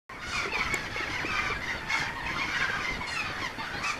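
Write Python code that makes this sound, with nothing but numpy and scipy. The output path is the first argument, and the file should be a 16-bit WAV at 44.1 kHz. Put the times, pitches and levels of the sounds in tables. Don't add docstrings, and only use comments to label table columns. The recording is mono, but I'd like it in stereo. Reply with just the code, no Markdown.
import sys
import numpy as np
from scipy import signal
from scipy.fft import rfft, irfft
from scipy.io import wavfile
from scipy.ndimage import uniform_filter1d

SR = 44100
rng = np.random.default_rng(int(sys.argv[2]) if len(sys.argv) > 2 else 0)


def generate_wav(signal):
    frames = np.transpose(np.atleast_2d(signal))
    scaled = np.clip(frames, -1, 1) * 32767
    pcm = np.round(scaled).astype(np.int16)
    wavfile.write(sys.argv[1], SR, pcm)


def invert_db(x):
    u = np.asarray(x, float) / 20
    return 10 ** u


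N = 175959

# start_s, length_s, level_db, pitch_hz
SQUAWKS = [(0.201, 0.3, -36.5, 743), (0.538, 0.18, -36.5, 1083), (0.701, 0.19, -39, 896),
           (0.902, 0.25, -40, 898.4), (1.079, 0.18, -38.5, 1051), (1.28, 0.26, -35.5, 811.7),
           (1.611, 0.15, -38.5, 996), (1.872, 0.22, -35.5, 889), (2.241, 0.28, -39.5, 1083),
           (2.46, .24, -35, 761), (2.683, 0.21, -38.5, 794.6), (2.817, 0.17, -40.5, 1037),
           (3.172, 0.27, -43.5, 906), (3.376, .11, -43, 1020), (3.586, 0.43, -46.5, 949),
           (3.819, .13, -42, 1414)]
# start_s, length_s, level_db, pitch_hz
RASPS = [
    (.25, .2, -46, 758),
    (1.9, .14, -46, 900),
    (3.828, 0.027, -39.5, 1180),
    (3.851, 0.092, -41.5, 1253),
]
# start_s, length_s, level_db, first_pitch_hz, last_pitch_hz
YELPS = [(0.125, 0.054, -44, 1194, 1096), (0.334, 0.081, -31, 1281, 1130), (0.538, .035, -28.5, 1284, 1184),
         (0.579, 0.059, -33.5, 1159, 1125), (0.7, 0.087, -34.5, 1136, 1092),
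         (1.351, 0.066, -33, 1214, 1199), (0.738, 0.059, -40, 1117, 966), (0.854, 0.021, -33.5, 1258, 982),
         (1.90, 0.12, -30, 1099, 1089), (2.265, 0.093, -45, 1110, 1150), (2.381, 0.098, -35, 1076, 1096),
         (2.544, 0.041, -32.5, 990, 950), (2.837, 0.1164, -38, 1058, 1023), (3.01, 0.07, -38.5, 1123, 1092),
         (3.16, 0.06, -28.5, 1366, 1246), (3.22, 0.062, -40.5, 1294, 1218), (3.435, 0.04, -40.5, 1079, 945),
         (3.588, 0.045, -43.5, 1084, 1040)]
# start_s, length_s, level_db, first_pitch_hz, last_pitch_hz (before the swing)
ARCHED_YELPS = [
    (1.25, .08, -33.5, 1300, 1330),
    (3.838, .08, -32, 1330, 1290),
]
# start_s, length_s, level_db, first_pitch_hz, last_pitch_hz
FALLING_SQUAWK = (3.415, .065, -34.5, 1150, 950)
# start_s, length_s, level_db, first_pitch_hz, last_pitch_hz
WHISTLES = [(.096, 0.024, -41.5, 2005, 1800), (0.098, 0.037, -39.5, 1095, 1032),
            (0.481, 0.026, -41, 2400, 2700), (0.521, 0.028, -35, 2750, 2524), (.96, 0.058, -35, 2210, 2170),
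            (.973, 0.017, -37, 2620, 2870), (1.025, 0.026, -38, 2950, 2530),
            (1.022, 0.024, -35.5, 1966, 1850), (1.074, 0.012, -32.5, 2273, 2200),
            (1.13, 0.039, -36, 2185, 2176), (1.16, 0.028, -43, 2840, 2870), (1.186, .026, -32, 2845, 1524),
            (1.203, 0.036, -36.5, 2212, 1510), (1.15, 0.023, -38, 1477, 1595),
            (1.618, 0.038, -38, 1994, 2120), (1.67, 0.034, -35, 1690, 2193),
            (1.694, 0.035, -33.5, 2160, 1953), (1.359, 0.072, -37.5, 2027, 2105),
            (1.445, 0.0302, -37, 2620, 2150), (1.55, 0.033, -39, 1700, 1620),
            (1.728, 0.045, -40, 1455, 1400), (2.264, 0.018, -35.5, 2495, 2610),
            (2.291, 0.027, -38, 2300, 2240), (2.295, 0.031, -38.5, 1672, 1724),
            (2.36, 0.022, -34.5, 1430, 1360), (2.415, .025, -34.5, 2306, 2500),
            (2.497, 0.056, -40, 2283, 2376), (2.60, 0.029, -36, 1980, 2110),
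            (2.639, 0.023, -34, 1610, 1596), (2.695, 0.086, -37, 1598, 1616),
            (3.766, 0.023, -39, 2004, 1890), (3.768, 0.053, -47.5, 4200, 4620)]
# start_s, length_s, level_db, first_pitch_hz, last_pitch_hz
HONKS = [(0.578, 0.16, -38.5, 1344, 1304), (1.3, 0.24, -36.5, 1270, 1157),
         (1.435, 0.045, -35.5, 1998, 1600), (1.72, 0.2, -44.5, 920, 893), (1.931, 0.098, -38, 1330, 1472),
         (1.96, 0.39, -40, 915, 937), (2.521, 0.25, -34.5, 1588, 1590), (2.719, .13, -40, 1240, 1204),
         (3.241, .14, -41.5, 1284, 1094), (3.109, 0.072, -38.5, 1944, 1750), (3.28, 0.16, -47, 1713, 1955),
         (3.64, 0.13, -42, 1484, 1498), (3.79, 0.15, -38.5, 1102, 1216), (3.825, 0.041, -36.5, 2070, 1900)]
# start_s, length_s, level_db, first_pitch_hz, last_pitch_hz
BRASSY_CALLS = [
    (3.068, .105, -38, 716, 694),
    (.265, .13, -42, 745, 720),
]
# freq_hz, level_db
SQUAWK_TONE = [(600, -14.5), (1200, 7.5), (2200, 4), (2700, -6), (3100, -2.5), (6000, -9.5), (8000, -30.5),
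               (13000, -32)]
RASP_TONE = [(2500, -12), (4500, 4.5), (6500, 0.5), (8000, -8), (12000, -20), (15000, -38)]
YELP_TONE = [(1000, -12), (2300, 5.5), (2800, -5.5), (3400, -14), (5000, -14.5), (10000, -40.5)]
WHISTLE_TONE = [(1000, 11), (2900, -6), (3300, -18), (6000, -27.5), (9000, -51)]
HONK_TONE = [(800, 0), (2000, 0), (2700, -12), (4000, -28), (8000, -45)]
BRASSY_TONE = [(700, -12), (1400, -4), (2800, 0), (3500, -8), (4250, 0), (5600, -12), (7000, -11),
               (12000, -28)]
FAR_TONE = [(600, -20.5), (1000, 8.5), (2100, -11), (2700, -7), (4500, -5), (9000, -74)]
# start_s, level_db, pitch_hz
THUMPS = [(0.455, -29, 400), (0.53, -33.5, 470), (0.738, -29, 368), (0.96, -31.5, 495), (1.003, -34, 353),
          (1.245, -28, 307), (1.501, -32, 434), (2.696, -35, 490), (.475, -31.5, 393), (.568, -32, 437),
          (1.098, -34, 315), (2.02, -36.5, 293), (2.31, -34.5, 300), (2.389, -35.5, 290), (2.48, -36, 295),
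          (3.419, -36, 310), (3.581, -33.5, 262)]
# pitch_hz, level_db, t60_s
CLICK_RINGS = [
    (7200, 0, .004),
    (2300, -4, .008),
    (11500, -9, .004),
]
# start_s, level_db, pitch_hz
CREAKS = [
    (.0945, -34, 1800),
    (.253, -52, 11000),
    (3.343, -50, 9200),
    (3.172, -35, 3500),
    (4.5, -48, 9000),
]
# freq_hz, level_db (per Hz)
AIR_TONE = [(30, 7), (125, -0.5), (660, -5.5), (2100, -4), (2700, -12), (10200, -33), (11600, -29.5),
            (13000, -40)]
# freq_hz, level_db (per Hz)
RUMBLE_TONE = [(18, -32), (30, 12), (129, -3.5), (629, -16), (2130, -30), (7430, -42.5), (12200, -51),
               (15000, -55)]
# freq_hz, width_hz, depth (0-1)
HOUSING_DIPS = [(3940, 130, 1), (8460, 45, 1)]

SQUAWK_SAG = 0.07
GRIT = rng.standard_normal(2 * N)


def evened(x):
    return x / np.sqrt(np.mean(x ** 2) + 1e-20)


def read(points, hz):
    f, value = np.transpose(points)
    return np.interp(np.log(hz + 1), np.log(f + 1), value)


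def add(mix, start_s, sound):
    part = mix[..., max(round(start_s * SR), 0):][..., :sound.shape[-1]]
    part += sound[..., :part.shape[-1]]


def wander(length, rate_hz, seed_s):
    at = int(seed_s * SR) % N
    smoother = [1, -2 * np.exp(-6 * rate_hz / SR), np.exp(-12 * rate_hz / SR)]
    return evened(signal.lfilter([1], smoother, GRIT[at:at + length]))


def call(start_s, length_s, level_db, first_hz, last_hz, tone, jitter, flutter, rasp, arch, edge=1):
    rise_s, fall_s = edge * 0.013, edge * 0.022
    t = np.arange(0, length_s + fall_s, 1 / SR)
    size = len(t)

    progress = np.minimum(t / length_s, 1)
    hz = first_hz + (last_hz - first_hz) * progress - arch * first_hz * (2 * progress - 1) ** 2
    turns = np.cumsum(hz * (1 + jitter * wander(size, 69.6, start_s + 1))) / SR

    k = np.arange(1, 16)[:, None]
    flicker = wander(2 * size, 148, start_s + 3)
    flicker = 1 + flutter * flicker[(k * 331) % size + np.arange(size)]
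    level = flicker * invert_db(read(tone, k * hz)) * (k * hz < 15000)
    voice = (level * np.cos(2 * np.pi * (k * turns + k ** 2 / 7))).sum(0)

    breath = wander(size, 3840, start_s + 2) * (0.41 + (np.cos(2 * np.pi * turns) > 0))
    breath = signal.lfilter([1, -1.3, 0.42], [1], breath)
    bins = np.fft.rfftfreq(size, 1 / SR)
    breath = irfft(rfft(breath) * invert_db(read(tone, bins)) * (bins > 500), size)

    mix = (1 - rasp) * evened(voice) + rasp * evened(breath)
    swell_s = 0.38 * rasp * length_s
    fade_in = np.clip(t / (rise_s + swell_s), 0, 1)
    fade_out = np.clip((t[-1] - t) / (2 * fall_s + swell_s), 0, 1)
    shape = np.sin(np.pi / 2 * fade_in * fade_out) ** 2
    return start_s - rise_s / 2, invert_db(level_db) * shape * evened(mix)


def squawks(out):
    for start_s, length_s, db, hz in SQUAWKS:
        last_hz = hz * (1 - SQUAWK_SAG)
        add(out, *call(start_s, length_s, db, hz, last_hz, SQUAWK_TONE, 0.025, 0.7, 0.33, 0.06))
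        chirp_count = round(8 * length_s)
        for when, pitch, stretch in rng.random((5, 3))[:chirp_count]:
            top_hz = 1000 + 450 * pitch
            chirp_s = 0.035 * (0.6 + stretch)
            add(out, *call(start_s + when * length_s, chirp_s, db - 1, top_hz, top_hz * 0.75,
                           YELP_TONE, 0.008, 0.4, 0.08, 0.1))
    for start_s, length_s, db, hz in RASPS:
        last_hz = hz * (1 - SQUAWK_SAG)
        add(out, *call(start_s, length_s, db, hz, last_hz, RASP_TONE, 0.02, 0.8, 0.5, 0.05))
    add(out, *call(*FALLING_SQUAWK, SQUAWK_TONE, 0.005, 0.5, 0.08, 0.02, 0.6))


def clear_calls(out):
    for row in YELPS:
        add(out, *call(*row, YELP_TONE, 0.008, 0.45, 0.08, 0.025))
    for row in ARCHED_YELPS:
        add(out, *call(*row, YELP_TONE, 0.006, 0.3, 0.1, 0.15, 0.6))
    for row in WHISTLES:
        add(out, *call(*row, WHISTLE_TONE, 0.007, 0.4, 0.06, 0.02, 0.4))
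    for row in HONKS:
        add(out, *call(*row, HONK_TONE, 0.022, 0.6, 0.12, 0.015))
    for row in BRASSY_CALLS:
        add(out, *call(*row, BRASSY_TONE, 0.005, 0.45, 0.08, 0.012))


def far_chatter(out):
    count = 40
    for j, (when, stretch, pitch, loudness) in enumerate(rng.random((count, 4))):
        hz = 650 + 600 * pitch
        start_s = 3.8 * (j + when) / count + 0.17
        db = -42.5 + 8 * (loudness - 0.5)
        add(out, *call(start_s, 0.03 + 0.09 * stretch, db, hz, hz * (1.15 - 0.45 * when),
                       FAR_TONE, 0.012, 0.5, 0.15, 0.07))


def flock():
    out = np.zeros(N)
    squawks(out)
    clear_calls(out)
    far_chatter(out)
    return out


def echoes(birds):
    t60_s = 0.37
    t = np.arange(int(0.4 * SR)) / SR
    sparse = rng.random((2, len(t))) < 0.05
    taps = rng.standard_normal((2, len(t))) * sparse * invert_db(-60 * t / t60_s) * (t > 0.004)
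    return signal.fftconvolve(birds[None], taps / np.linalg.norm(taps[0]), axes=1)[:, :N]


def ring(hz, db, t60_s, rise_s):
    t = np.arange(int(0.15 * SR)) / SR
    return invert_db(db - 60 * t / t60_s) * np.minimum(t / rise_s, 1) * np.sin(2 * np.pi * hz * t)


def handling():
    thumps, click = np.zeros((2, N))
    for start_s, db, hz in THUMPS:
        add(thumps, start_s, ring(hz, db + 15.5, 0.04, 0.0045) + ring(hz * 1.7, db + 5, 0.04, 0.0041))
    click_s, click_db = 0.7418, -19
    for delay_s, bounce_db in [(0, 7.1), (0.0008, 2.9), (0.0022, 10)]:
        strike_db = click_db + bounce_db
        add(click, click_s + delay_s, sum(ring(hz, strike_db + db, t60_s, 0.00014) for hz, db, t60_s in CLICK_RINGS))
    for start_s, db, hz in CREAKS:
        add(click, start_s, ring(hz, db + 15, 0.003, 0.0002))
    return thumps * [[1.6], [-0.7]] + click * [[1.3], [-0.5]]


def wash(tone, patchy_db, gust_db):
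    frames, hz = N // 128 + 5, np.fft.rfftfreq(512, 1 / SR)
    real, imaginary, patches = rng.standard_normal((frames, 257, 3)).T
    gusts = evened(uniform_filter1d(patches[0], size=10)) * (hz[:, None] < 600)
    patches = uniform_filter1d(patches, size=6, axis=0)
    patches = evened(uniform_filter1d(patches, size=20, axis=1))
    level_db = read(tone, hz)[:, None] + patchy_db * patches + gust_db * gusts
    spectra = (real + 1j * imaginary) * invert_db(level_db)
    return evened(signal.istft(spectra, nperseg=512, noverlap=384)[1][:N])


def breeze():
    air = invert_db(-39.5) * wash(AIR_TONE, 2.0, 1.6)
    rumble = invert_db(-32) * wash(RUMBLE_TONE, 1.5, 2.8)
    band = signal.butter(1, [200, 800], "band", fs=SR)
    leak = 0.35 * signal.lfilter(*band, rumble)
    return air + leak + rumble * [[0.9], [-1.1]]


def scene():
    birds = flock()
    left_db = 5.5 + 1.5 * np.linspace(-0.5, 0.5, N)
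    lean = invert_db(np.array([[0.5], [-0.5]]) * left_db)
    return lean * (birds + invert_db(-5) * echoes(birds)) + handling() + breeze()


def top_cut(x):
    return signal.sosfilt(signal.butter(12, 15330, fs=SR, output="sos"), x)


def record(dry):
    start_s, wake_s, wake_db, top_hz = 0.0935, 0.25, -4, 13800
    hz = np.fft.rfftfreq(N, 1 / SR)
    t = np.arange(N) / SR
    gain = 1 / (1 + (hz / top_hz) ** 24)
    for dip_hz, width_hz, depth in HOUSING_DIPS:
        gain = gain * (1 - np.clip(depth, 0, 1) / (1 + (2 * (hz - dip_hz) / width_hz) ** 2))
    woken = dry * invert_db(wake_db * np.exp(-(t / (start_s + wake_s)) ** 4))
    finished = irfft(rfft(woken, axis=1) * gain, N, axis=1) * (np.arange(N) > start_s * SR)
    return top_cut(finished)


dry = scene()
out = record(dry)
generate_wav(out)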